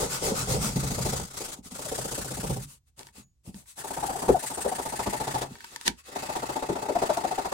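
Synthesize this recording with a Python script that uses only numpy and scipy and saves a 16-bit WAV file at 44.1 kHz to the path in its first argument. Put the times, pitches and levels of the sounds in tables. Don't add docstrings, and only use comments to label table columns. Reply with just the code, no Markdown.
import sys
import numpy as np
from scipy import signal
from scipy.fft import rfft, irfft, next_fast_len
from scipy.io import wavfile
from scipy.ndimage import map_coordinates

SR = 44100
rng = np.random.default_rng(int(sys.argv[2]) if len(sys.argv) > 2 else 0)


def store_pcm(level_fs):
    pcm = np.round(np.clip(level_fs, -1, 1) * 32767).astype(np.int16)
    wavfile.write(sys.argv[1], SR, np.atleast_2d(pcm).T)


N = 332073


def amp(db):
    return 10 ** (np.asarray(db) / 20)


def unit(x):
    return x / np.sqrt(np.mean(x ** 2) + 1e-20)


def along(points, hz):
    f, v = np.transpose(points)
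    return np.interp(np.log(hz + 1), np.log(f + 1), v)


def curve(rows):
    return np.interp(np.arange(N) / SR, *np.transpose(rows))


def wobble(rate):
    knots = rng.standard_normal(int(N * rate / SR) + 4)
    return map_coordinates(knots, [np.arange(N) * rate / SR])


def filtered(x, response):
    size = next_fast_len(N + SR // 2)
    return irfft(rfft(x, size) * response(np.fft.rfftfreq(size, 1 / SR)), size)[..., :N]


def ringing(spectrum, size=2048):
    cepstrum = irfft(np.log(amp(along(spectrum, np.fft.rfftfreq(2 * size, 1 / SR))) + 1e-6))
    cepstrum[1:size] *= 2
    cepstrum[size + 1:] = 0
    return irfft(np.exp(rfft(cepstrum)))


PUSH_SHARE = 0.5
UNEVEN_S, UNEVEN_HISS_DB, UNEVEN_RASP_DB = 0.00066, 1.5, 2


def strokes(bout):
    s, trips, *levels = np.transpose(bout)
    trips = np.round(trips)
    trip, pull = np.divmod(np.arange(2 * trips[-1] + 1), 2)
    early, hiss_luck, rasp_luck = rng.standard_normal((len(trip), 3)).T
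    turns = np.interp(trip + pull * PUSH_SHARE, trips, s) + UNEVEN_S * early
    hiss_db, rasp_db, lighter_db = [np.interp(turns, s, level) for level in levels]
    hiss_db = hiss_db + UNEVEN_HISS_DB * hiss_luck
    rasp_db = rasp_db - pull * lighter_db + UNEVEN_RASP_DB * rasp_luck
    return np.column_stack([turns[:-1], np.diff(turns), hiss_db[:-1], rasp_db[:-1]])


# (t/s, round trips done [rounded], wire hiss level/dB, push rasp level/dB, pull below push level/dB)
LONG_SWEEPS = [(-0.04, 0, -31, -32.5, 15.5), (0.203, 1, -31, -34, 6), (0.72, 3, -29, -31, 8)]
FLAT_SCRUB = [(0.75, 0, -34, -35, 12), (1.191, 6, -33.5, -32, 10), (1.264, 8, -47, -62.5, 0.87),
              (1.396, 10, -35, -36.5, 9.6), (1.552, 12, -42.5, -55.5, 4.9)]
SECOND_SCRUB = [(1.704, 0, -43, -45.5, 8), (1.779, 1, -37.5, -39.5, 4.7), (1.972, 4, -35.5, -33, 11),
                (2.238, 8, -37, -34.5, 14), (2.489, 12, -38, -32.5, 9.9), (2.619, 13.5, -48, -35.5, 15)]
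LOOSE_SCRUB = [(3.766, 1, -42.5, -39, 6.6), (3.834, 1, -39, -32.5, 10), (4.276, 8, -40, -25.5, 8.8),
               (4.42, 10, -38, -35, 22), (4.639, 13, -39, -29, 5.5), (5.123, 20, -38, -27.5, 19.6),
               (5.405, 24, -38, -27.5, 8.8), (5.481, 25, -61.5, -43, 12)]
TIP_SCRUB = [(6.073, 0, -51, -49.5, 1), (6.148, 1, -39, -29.5, 11.6), (6.617, 8, -42.5, -25, 18),
             (6.812, 11, -44, -29, 8.5), (7.012, 14, -41, -24.5, 10), (7.16, 16, -40, -27.5, 11),
             (7.584, 22, -43.5, -26.5, 22)]
# (start t/s, length t/s, relative hiss level/dB, relative rasp level/dB)
RUBS = [(0.705, 0.057, -42, -48), (1.55, 0.053, -55, -53.5), (1.635, 0.062, -46.5, -58.5),
        (2.612, 0.043, -42, -73), (2.66, 0.11, -51.5, -70.5), (2.862, 0.042, -69.5, -86),
        (2.972, 0.057, -50, -49.5), (3.03, 0.076, -57.5, -64.5), (3.138, 0.09, -51, -61),
        (3.445, 0.068, -54, -55.5), (3.528, 0.11, -53, -62.5), (3.662, 0.079, -50, -77),
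        (5.47, 0.12, -54, -57.5), (5.6, 0.14, -52.5, -72), (5.7, 0.077, -50.5, -55),
        (5.79, 0.086, -50, -76), (5.97, 0.051, -53, -70), (6.04, 0.081, -49.5, -62)]


def hand():
    bouts = [strokes(bout) for bout in (LONG_SWEEPS, FLAT_SCRUB, SECOND_SCRUB, LOOSE_SCRUB, TIP_SCRUB)]
    pulls = np.vstack([bout[1::2] for bout in bouts])
    return np.vstack(bouts + [RUBS]), pulls


def stroke_force(starts, lengths, level_db, peak_at, sharpness, turn_db, settle, easing=0, dwell=0, overlap=0.2):
    power, t = np.zeros(N), np.arange(N) / SR
    for start, length, db in zip(starts, lengths, level_db):
        near = slice(*np.searchsorted(t, [start - overlap * length, start + (1 + overlap) * length]))
        progress = (t[near] - start) / length
        half_turn = np.interp(progress, [dwell, peak_at, 1 - dwell], [0, .5, 1])
        speed = np.abs(np.sin(np.pi * half_turn))
        slowness = length / np.median(lengths)
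        steepness = 2 * sharpness * slowness ** easing
        swell = speed ** steepness * np.sqrt(1 + np.pi * steepness / 2)
        fade = np.interp(progress, [-overlap, overlap, 1 - overlap, 1 + overlap], [0, 1, 1, 0])
        creep = np.sin(np.pi / 2 * fade) ** 2
        power[near] += amp(db) ** 2 * (swell + amp(turn_db) ** 2 * creep / slowness ** 0.24)
    keep = np.exp(-1 / (settle * SR))
    return np.sqrt(signal.lfilter([1 - keep], [1, -keep], power))


def friction(snag_rate, spread_db, snag_db):
    strength = amp(spread_db * np.minimum(rng.exponential(size=N), 4))
    snags = (rng.random(N) < snag_rate / SR) * strength
    return rng.standard_normal((2, N)) + amp(snag_db) * unit(snags * rng.standard_normal((2, N)))


# (f/Hz, left-right correlation -1 to 1)
ALIKE = [(100, 0.94), (290, 0.99), (640, 0.43), (1300, -0.44), (3000, -0.0029)]
# (f/Hz, left minus right level/dB)
LEFT = [(150, -1.5), (380, 2), (700, 5), (1300, -0.5), (4400, 0), (8100, 4.5)]


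def heard(pair, spectrum):
    def spread(hz):
        turn = np.arccos(np.clip(along(ALIKE, hz), -1, 1)) / 2
        return amp(along(spectrum, hz)) * np.array([np.cos(turn), np.sin(turn)])

    def balance(hz):
        return amp(np.outer([.5, -.5], along(LEFT, hz)))

    mid, side = filtered(pair, spread)
    return unit(filtered(np.array([mid + side, mid - side]), balance))


def off_the_hand(x, delay_ms, sway, strength):
    n = np.arange(N)
    delay = delay_ms * SR / 1000 * np.exp(sway * wobble(8.5))
    reflection = np.array([map_coordinates(side, [n - delay]) for side in x])
    return unit(x + strength * reflection)


# (t/s, 0 flat fingers - 1 loose wad - 2 fingertip)
GRIP = [(1.25, 0.31), (1.8, 0.62), (2.6, 0.73), (2.9, 1.2), (3.25, 1.39), (3.55, 1.02), (4.9, 1.15),
        (5.45, 1.58), (6.1, 1.7)]
# (f/Hz, level/dB)
HISS_FLAT = [(650, -5), (1100, -1), (1400, -2.5), (1830, -14), (1980, -5.5), (2880, -16), (3250, -8),
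             (3560, -9.5), (7470, -4), (15500, -29.5)]
HISS_LOOSE = [(650, -27.5), (1100, -6), (1260, -12.5), (1660, -15), (2390, -11.5), (2580, -10),
              (4500, -9.5), (5700, -9), (6990, -4.5), (8620, -2), (15500, -19)]
HISS_TIP = [(650, -67.5), (1100, 1.5), (1260, -2.5), (1810, -9), (1960, -5), (2350, -14.5), (2600, -6),
            (2900, -13.5), (3440, -10), (4700, -10.5), (5540, -14.5), (7300, -10), (15500, -36)]


def wires(starts, lengths, hiss_db):
    force = stroke_force(starts, lengths, hiss_db, peak_at=0.42, sharpness=0.68, turn_db=-5,
                         settle=0.0013, easing=0.1, dwell=0.06)
    contacts = friction(snag_rate=2500, spread_db=4.5, snag_db=-11.0)
    contacts = off_the_hand(contacts, delay_ms=0.51, sway=0.27, strength=0.23)
    grip = curve(GRIP)
    hiss = np.zeros((2, N))
    for k, colour in enumerate([HISS_FLAT, HISS_LOOSE, HISS_TIP]):
        hiss += np.maximum(1 - np.abs(grip - k), 0) * heard(contacts, colour)
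    return hiss * force * amp(-1.93 + 0.58 * wobble(350))


# (f/Hz, level/dB)
FIZZ = [(5000, -30.5), (9000, -14.5), (10200, 2), (11500, -4), (15500, -0.5)]


def fizz(starts, lengths, hiss_db):
    force = stroke_force(starts, lengths, hiss_db, peak_at=0.42, sharpness=0.99, turn_db=-16,
                         settle=0.001, dwell=0.08)
    return amp(-11.0) * force * heard(friction(snag_rate=1700, spread_db=10.0, snag_db=-8.0), FIZZ)


# (t/s, centre f/Hz, level over hiss/dB)
PULL_WHINE = [(0.098, 1300, -12), (1.4, 1400, -17), (2.1, 1504, -10.5), (4.5, 1682, -10.5),
              (5.05, 1917, -8), (6.6, 1958, -11)]
# (t/s, centre f/Hz, level over hiss/dB)
PULL_SING = [(2.2, 7820, -19.5), (3.9, 8900, -25), (4.55, 8430, -1.5), (5.0, 8580, -9.5), (6.2, 7450, -24)]


def pull_resonance(pulls, track, width_hz, swing, wander):
    starts, lengths, hiss_db, _ = pulls.T
    s, centre_hz, over_db = np.transpose(track)
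    t = np.arange(N) / SR
    speed = stroke_force(starts, lengths, np.zeros(len(starts)), peak_at=0.472, sharpness=0.83,
                         turn_db=-22, settle=0.002)
    pitch = np.interp(t, s, centre_hz) * (1 + swing * (speed - 1) + wander * wobble(14))
    phase = 2 * np.pi * np.cumsum(pitch) / SR
    a, b = filtered(rng.standard_normal((2, 2, N)), lambda hz: 1 / (1 + (2 * hz / width_hz) ** 2))
    tone = unit(a * np.cos(phase) + b * np.sin(phase))
    sides = amp(np.array([[.5], [-.5]]) * along(LEFT, centre_hz.mean()))
    level = amp(np.interp(t, starts, hiss_db) + np.interp(t, s, over_db))
    return sides * level * speed * tone


# (t/s, share 0-1)
FREEDOM = [(2.7, 0), (3.0, 0.66), (3.5, 0), (3.85, 1), (5.45, 0.82), (5.6, 0), (6.11, 0), (6.16, 0.8)]
# (t/s, edge scrape over board rasp level/dB)
EDGE_SCRAPE = [(4.6, -19), (5.35, -10.5), (6.2, -17.5)]
# (f/Hz, level/dB)
BOARD_DAMPED = [(130, -16.5), (220, -7), (302, -4), (418, -2), (549, 1.5), (666, -7), (800, 0), (951, -10),
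                (1400, -21), (2800, -120)]
BOARD_FREE = [(130, -19.5), (220, -8.5), (330, -3), (495, -4.5), (570, -4.5), (690, -1.5), (870, 4.5),
              (1040, -7.5), (1250, -11), (1500, -15.5), (1900, -23), (2470, -26.5), (4180, -120)]
# (f/Hz, level/dB)
EDGE = [(100, -10.5), (200, -3), (350, 3.5), (650, -15), (915, 4), (1200, -12.5), (1750, 1), (2400, -5.5),
        (3340, -0.5), (5000, -1.5), (8200, -3), (15500, -20.5)]


def board(starts, lengths, rasp_db):
    force = stroke_force(starts, lengths, rasp_db, peak_at=0.28, sharpness=2.0, turn_db=-13.5,
                         settle=0.0064, easing=-1.5, dwell=0.048)
    contacts = friction(snag_rate=700, spread_db=1.0, snag_db=-6)
    free = curve(FREEDOM)
    body = (1 - free) * heard(contacts, BOARD_DAMPED) + free * heard(contacts, BOARD_FREE)
    scrape = amp(curve(EDGE_SCRAPE)) * heard(contacts, EDGE)
    return amp(-2.17) * force * (body + scrape)


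# (start t/s, end t/s, level/dB)
DRAGS = [(-0.02, 0.034, -29.5), (0.219, 0.33, -30.5), (0.478, 0.566, -31.5)]


def drags(slip_hz=480, uneven=0.28, flutter_db=2.5, attack=0.0072, release=0.04):
    rate = slip_hz * np.exp(uneven * np.array([wobble(slip_hz), wobble(slip_hz)]))
    phase = 2 * np.pi * np.cumsum(rate, axis=1) / SR
    slips = signal.sawtooth(phase) * amp(flutter_db * wobble(slip_hz / 2))
    pressure = np.zeros(N)
    for start, end, db in DRAGS:
        pressure += amp(db) * curve([(start, 0), (start + attack, 1), (end, 1), (end + release, 0)])
    return pressure * heard(slips, BOARD_DAMPED)


# (centre t/s, level/dB, f/Hz at the centre, half length t/s)
SQUEAKS = [(1.414, -30.5, 439, .006), (1.798, -37, 434, .007), (1.867, -31, 605, .005),
           (1.925, -27.5, 504, .005), (1.988, -29.5, 689, 0.0046), (2.059, -30, 570, 0.0064),
           (2.122, -38, 472, .004), (4.037, -21, 823, 0.0072), (4.093, -25.5, 772, .005),
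           (4.156, -25, 751, 0.0066), (4.3, -8, 420.3, 0.0062), (4.354, -15.5, 724, .008),
           (4.661, -14.5, 545, .0065), (4.724, -22.5, 763, 0.0051), (5.362, -21.5, 857, 0.0076),
           (6.569, -22.5, 827, 0.0055), (6.706, -17.5, 403, .0065), (6.902, -19, 530, 0.0047),
           (6.963, -15.5, 696, .0055), (7.029, -23, 668, 0.0055), (7.103, -13.5, 637, 0.0043),
           (7.175, -21.5, 705, .006), (7.252, -19, 734, 0.0062), (7.322, -21, 760, .006),
           (7.386, -22.5, 768, .006)]
JUDDER_HZ, JUDDER_DB = 608, -22.5
REBOUND_S, REBOUND_DB, REBOUND_PITCH = 0.023, -10.5, 0.89


def squeaks(glide=0.0254, sag=0.0349, rough=0.135, overtone_db=-29, bite=2.6, release=1.74):
    out, t = np.zeros((2, N)), np.arange(N) / SR
    flutter, stagger = amp(3.4 * wobble(230)), wobble(260)
    sides = np.array([[.5], [-.5]])
    catches = list(SQUEAKS)
    for s, db, hz, half in SQUEAKS:
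        if hz < JUDDER_HZ and db > JUDDER_DB:
            catches.append((s + REBOUND_S, db + REBOUND_DB, hz * REBOUND_PITCH, half))
    for (s, db, hz, half), (bend, skew) in zip(catches, rng.standard_normal((len(catches), 2))):
        near = np.abs(t - s) < 5 * half
        u = (t[near] - s) / half
        pitch = hz * (1 + (glide * bend - sag) * u + rough * (hz < JUDDER_HZ) * stagger[near])
        phase = 2 * np.pi * np.cumsum(pitch) / SR + sides * 0.37 * skew
        swell = flutter[near] * np.exp(-.5 * np.abs(u) ** np.where(u < 0, bite, release))
        tone = np.sin(phase) + amp(overtone_db) * np.sin(2 * phase)
        out[:, near] += amp(db + sides * 1.45 * along(LEFT, hz)) * swell / swell.max() * tone
    return out


# (t/s, relative rumble over rasp level/dB)
SEATING = [(0, -5), (0.4, 2.5), (0.65, 11.5), (1.25, 1.5), (1.45, -12), (2, -8), (2.35, 0), (2.7, 6),
           (3, -7.5), (3.3, 7.5), (3.9, -16.5), (4.3, -10.5), (4.7, -19), (5.4, -9), (6.2, -16),
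           (7.5, -23.5)]
# (f/Hz, level/dB)
BENCH = [(22, -34), (50, -1), (110, -7), (200, -3.5), (260, -13), (500, -37)]
# (f/Hz, width f/Hz, level over rumble/dB)
BENCH_MODE = (132.3, 16.4, 10.4)


def bench(starts, lengths, rasp_db):
    force = stroke_force(starts, lengths, rasp_db, peak_at=0.21, sharpness=0.97, turn_db=-8.0, settle=0.021)
    contacts = friction(snag_rate=180, spread_db=4.0, snag_db=-7.5)
    rumble = amp(curve(SEATING) - 6.5) * force * heard(contacts, BENCH)
    hz, width, db = BENCH_MODE

    def with_boom(f):
        return 1 + amp(db) * 1j * f * width / (hz * hz - f * f + 1j * f * width)

    return filtered(rumble, with_boom)


# (t/s, peak level/dB)
THUDS = [(0.314, -21), (0.572, -23), (0.761, -21), (1.587, -35), (1.655, -37.5), (1.716, -35.5),
         (3.18, -42), (3.475, -32), (3.543, -36), (4.289, -20), (4.656, -31.5), (5.069, -24.5),
         (5.508, -35), (5.883, -29), (6.698, -26)]
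THUD_HZ = 450


def thuds(t60=0.086):
    out, t = np.zeros(N + SR), np.arange(SR // 10) / SR
    top = ringing(BENCH)
    for s, db in THUDS:
        push = rng.standard_normal(len(t)) * amp(-60 * t / t60)
        thud = np.diff(signal.fftconvolve(push, top))
        thud = signal.sosfilt(signal.butter(4, THUD_HZ, fs=SR, output="sos"), thud)
        out[round(s * SR):][:len(thud)] += amp(db) * thud / np.abs(thud).max()
    return out[:N]


# (t/s, level/dB before a random flutter)
SLIDE = [(5.45, -120), (5.53, -55.5), (5.845, -56.5), (5.868, -26), (5.88, -27), (5.89, -50), (6.02, -120)]


def slide():
    grating = heard(friction(snag_rate=1900, spread_db=0.0, snag_db=-6), EDGE)
    return amp(curve(SLIDE) + 1.5 * wobble(60)) * grating


# (f/Hz, level/dB before chance, t60/s before damping)
EDGE_MODES = [(935, 0.5, 0.11), (1550, -1, 0.08), (1813, 3, 0.038), (2260, -4.5, 0.091), (3300, -3, 0.065),
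              (4580, -6.5, 0.055)]


def edge_ring(t, damping):
    hz, db, t60 = np.transpose(EDGE_MODES)[:, :, None]
    luck, phase = rng.standard_normal((2, 2, len(hz), 1))
    modes = amp(db + 3 * luck - 60 * damping * t / t60) * np.sin(2 * np.pi * (hz * t + phase))
    ring = modes.sum(axis=1)
    return ring / np.abs(ring).max()


# (t/s, level of the crack/dB)
TAPS = [(2.993, -30.5), (3.009, -35), (3.0314, -35.5), (3.0697, -33.5), (3.544, -36), (5.07, -28),
        (5.419, -24), (5.645, -28), (5.761, -21.5), (5.812, -26), (5.8788, -3.5), (7.172, -24)]


def taps(ring_db=-12):
    out, t = np.zeros((2, N + SR)), np.arange(SR // 10) / SR
    edge = ringing(EDGE)
    for s, db in TAPS:
        decay = amp(-60 * t / 0.01) + amp(-33.5 - 60 * t / 0.2)
        blow = rng.standard_normal((2, len(t))) * decay
        crack = signal.fftconvolve(blow, edge[None], axes=1)[:, :len(t)]
        tap = crack / np.abs(crack).max() + amp(ring_db) * edge_ring(t, damping=2.8)
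        out[:, round(s * SR):][:, :len(t)] += amp(db) * tap
    return out[:, :N]


# (start t/s, end t/s, typical tick level/dB)
FIDDLING = [(2.981, 3.092, -47.5), (3.528, 3.723, -58), (5.547, 5.691, -37.5)]
TICKS_PER_S = 36


def fiddling(spread_db=5, scratch_db=-9):
    out, t = np.zeros((2, N + SR)), np.arange(SR // 20) / SR
    for start, end, db in FIDDLING:
        for s in rng.uniform(start, end, round((end - start) * TICKS_PER_S)):
            scratch = amp(scratch_db - 60 * t / 0.012) * rng.standard_normal((2, len(t)))
            level = amp(db + spread_db * rng.uniform(-1, 1))
            out[:, round(s * SR):][:, :len(t)] += level * (edge_ring(t, damping=2.4) + scratch)
    return out[:, :N]


PING_S = 3.228


def ping(db=-61, hz=6800, t60=0.26):
    t = np.maximum(np.arange(N) / SR - PING_S, 0)
    return amp(db - 60 * t / t60) * np.sin(2 * np.pi * hz * t + wobble(200)) * (t > 0)


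# (f/Hz, t60/s)
ROOM = [(200, 0.17), (10000, 0.072)]


def room(x):
    hz, t, z = signal.stft(rng.standard_normal((2, SR // 3)), SR, nperseg=256)
    decay = amp(-60 * t / along(ROOM, hz)[:, None])
    tail = signal.istft(z * decay, SR, nperseg=256)[1]
    return signal.fftconvolve(x, tail / np.linalg.norm(tail[0]), axes=1)[:, :N]


# (f/Hz, level/dB)
AIR = [(22, -19.5), (65, 0), (450, -40), (2500, -45), (7500, -41.5), (15500, -56.5)]
AIR_DB = -67.5


def workshop_air():
    return amp(AIR_DB) * heard(rng.standard_normal((2, N)), AIR)


def scene():
    moves, pulls = hand()
    starts, lengths, hiss_db, rasp_db = moves.T
    wool = wires(starts, lengths, hiss_db) + fizz(starts, lengths, hiss_db)
    whine = pull_resonance(pulls, PULL_WHINE, width_hz=520, swing=0.08, wander=0.03)
    sing = pull_resonance(pulls, PULL_SING, width_hz=1200, swing=0.04, wander=0.041)
    rubbing = wool + whine + sing + board(starts, lengths, rasp_db) + drags() + squeaks()
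    touches = thuds() + slide() + taps() + fiddling() + ping()
    work = rubbing + touches
    return work + amp(-10.0) * room(work) + bench(starts, lengths, rasp_db) + workshop_air()


TOP_HZ = 15850


def record(dry):
    return filtered(dry, lambda hz: hz < TOP_HZ)


dry = scene()
out = record(dry)
store_pcm(out)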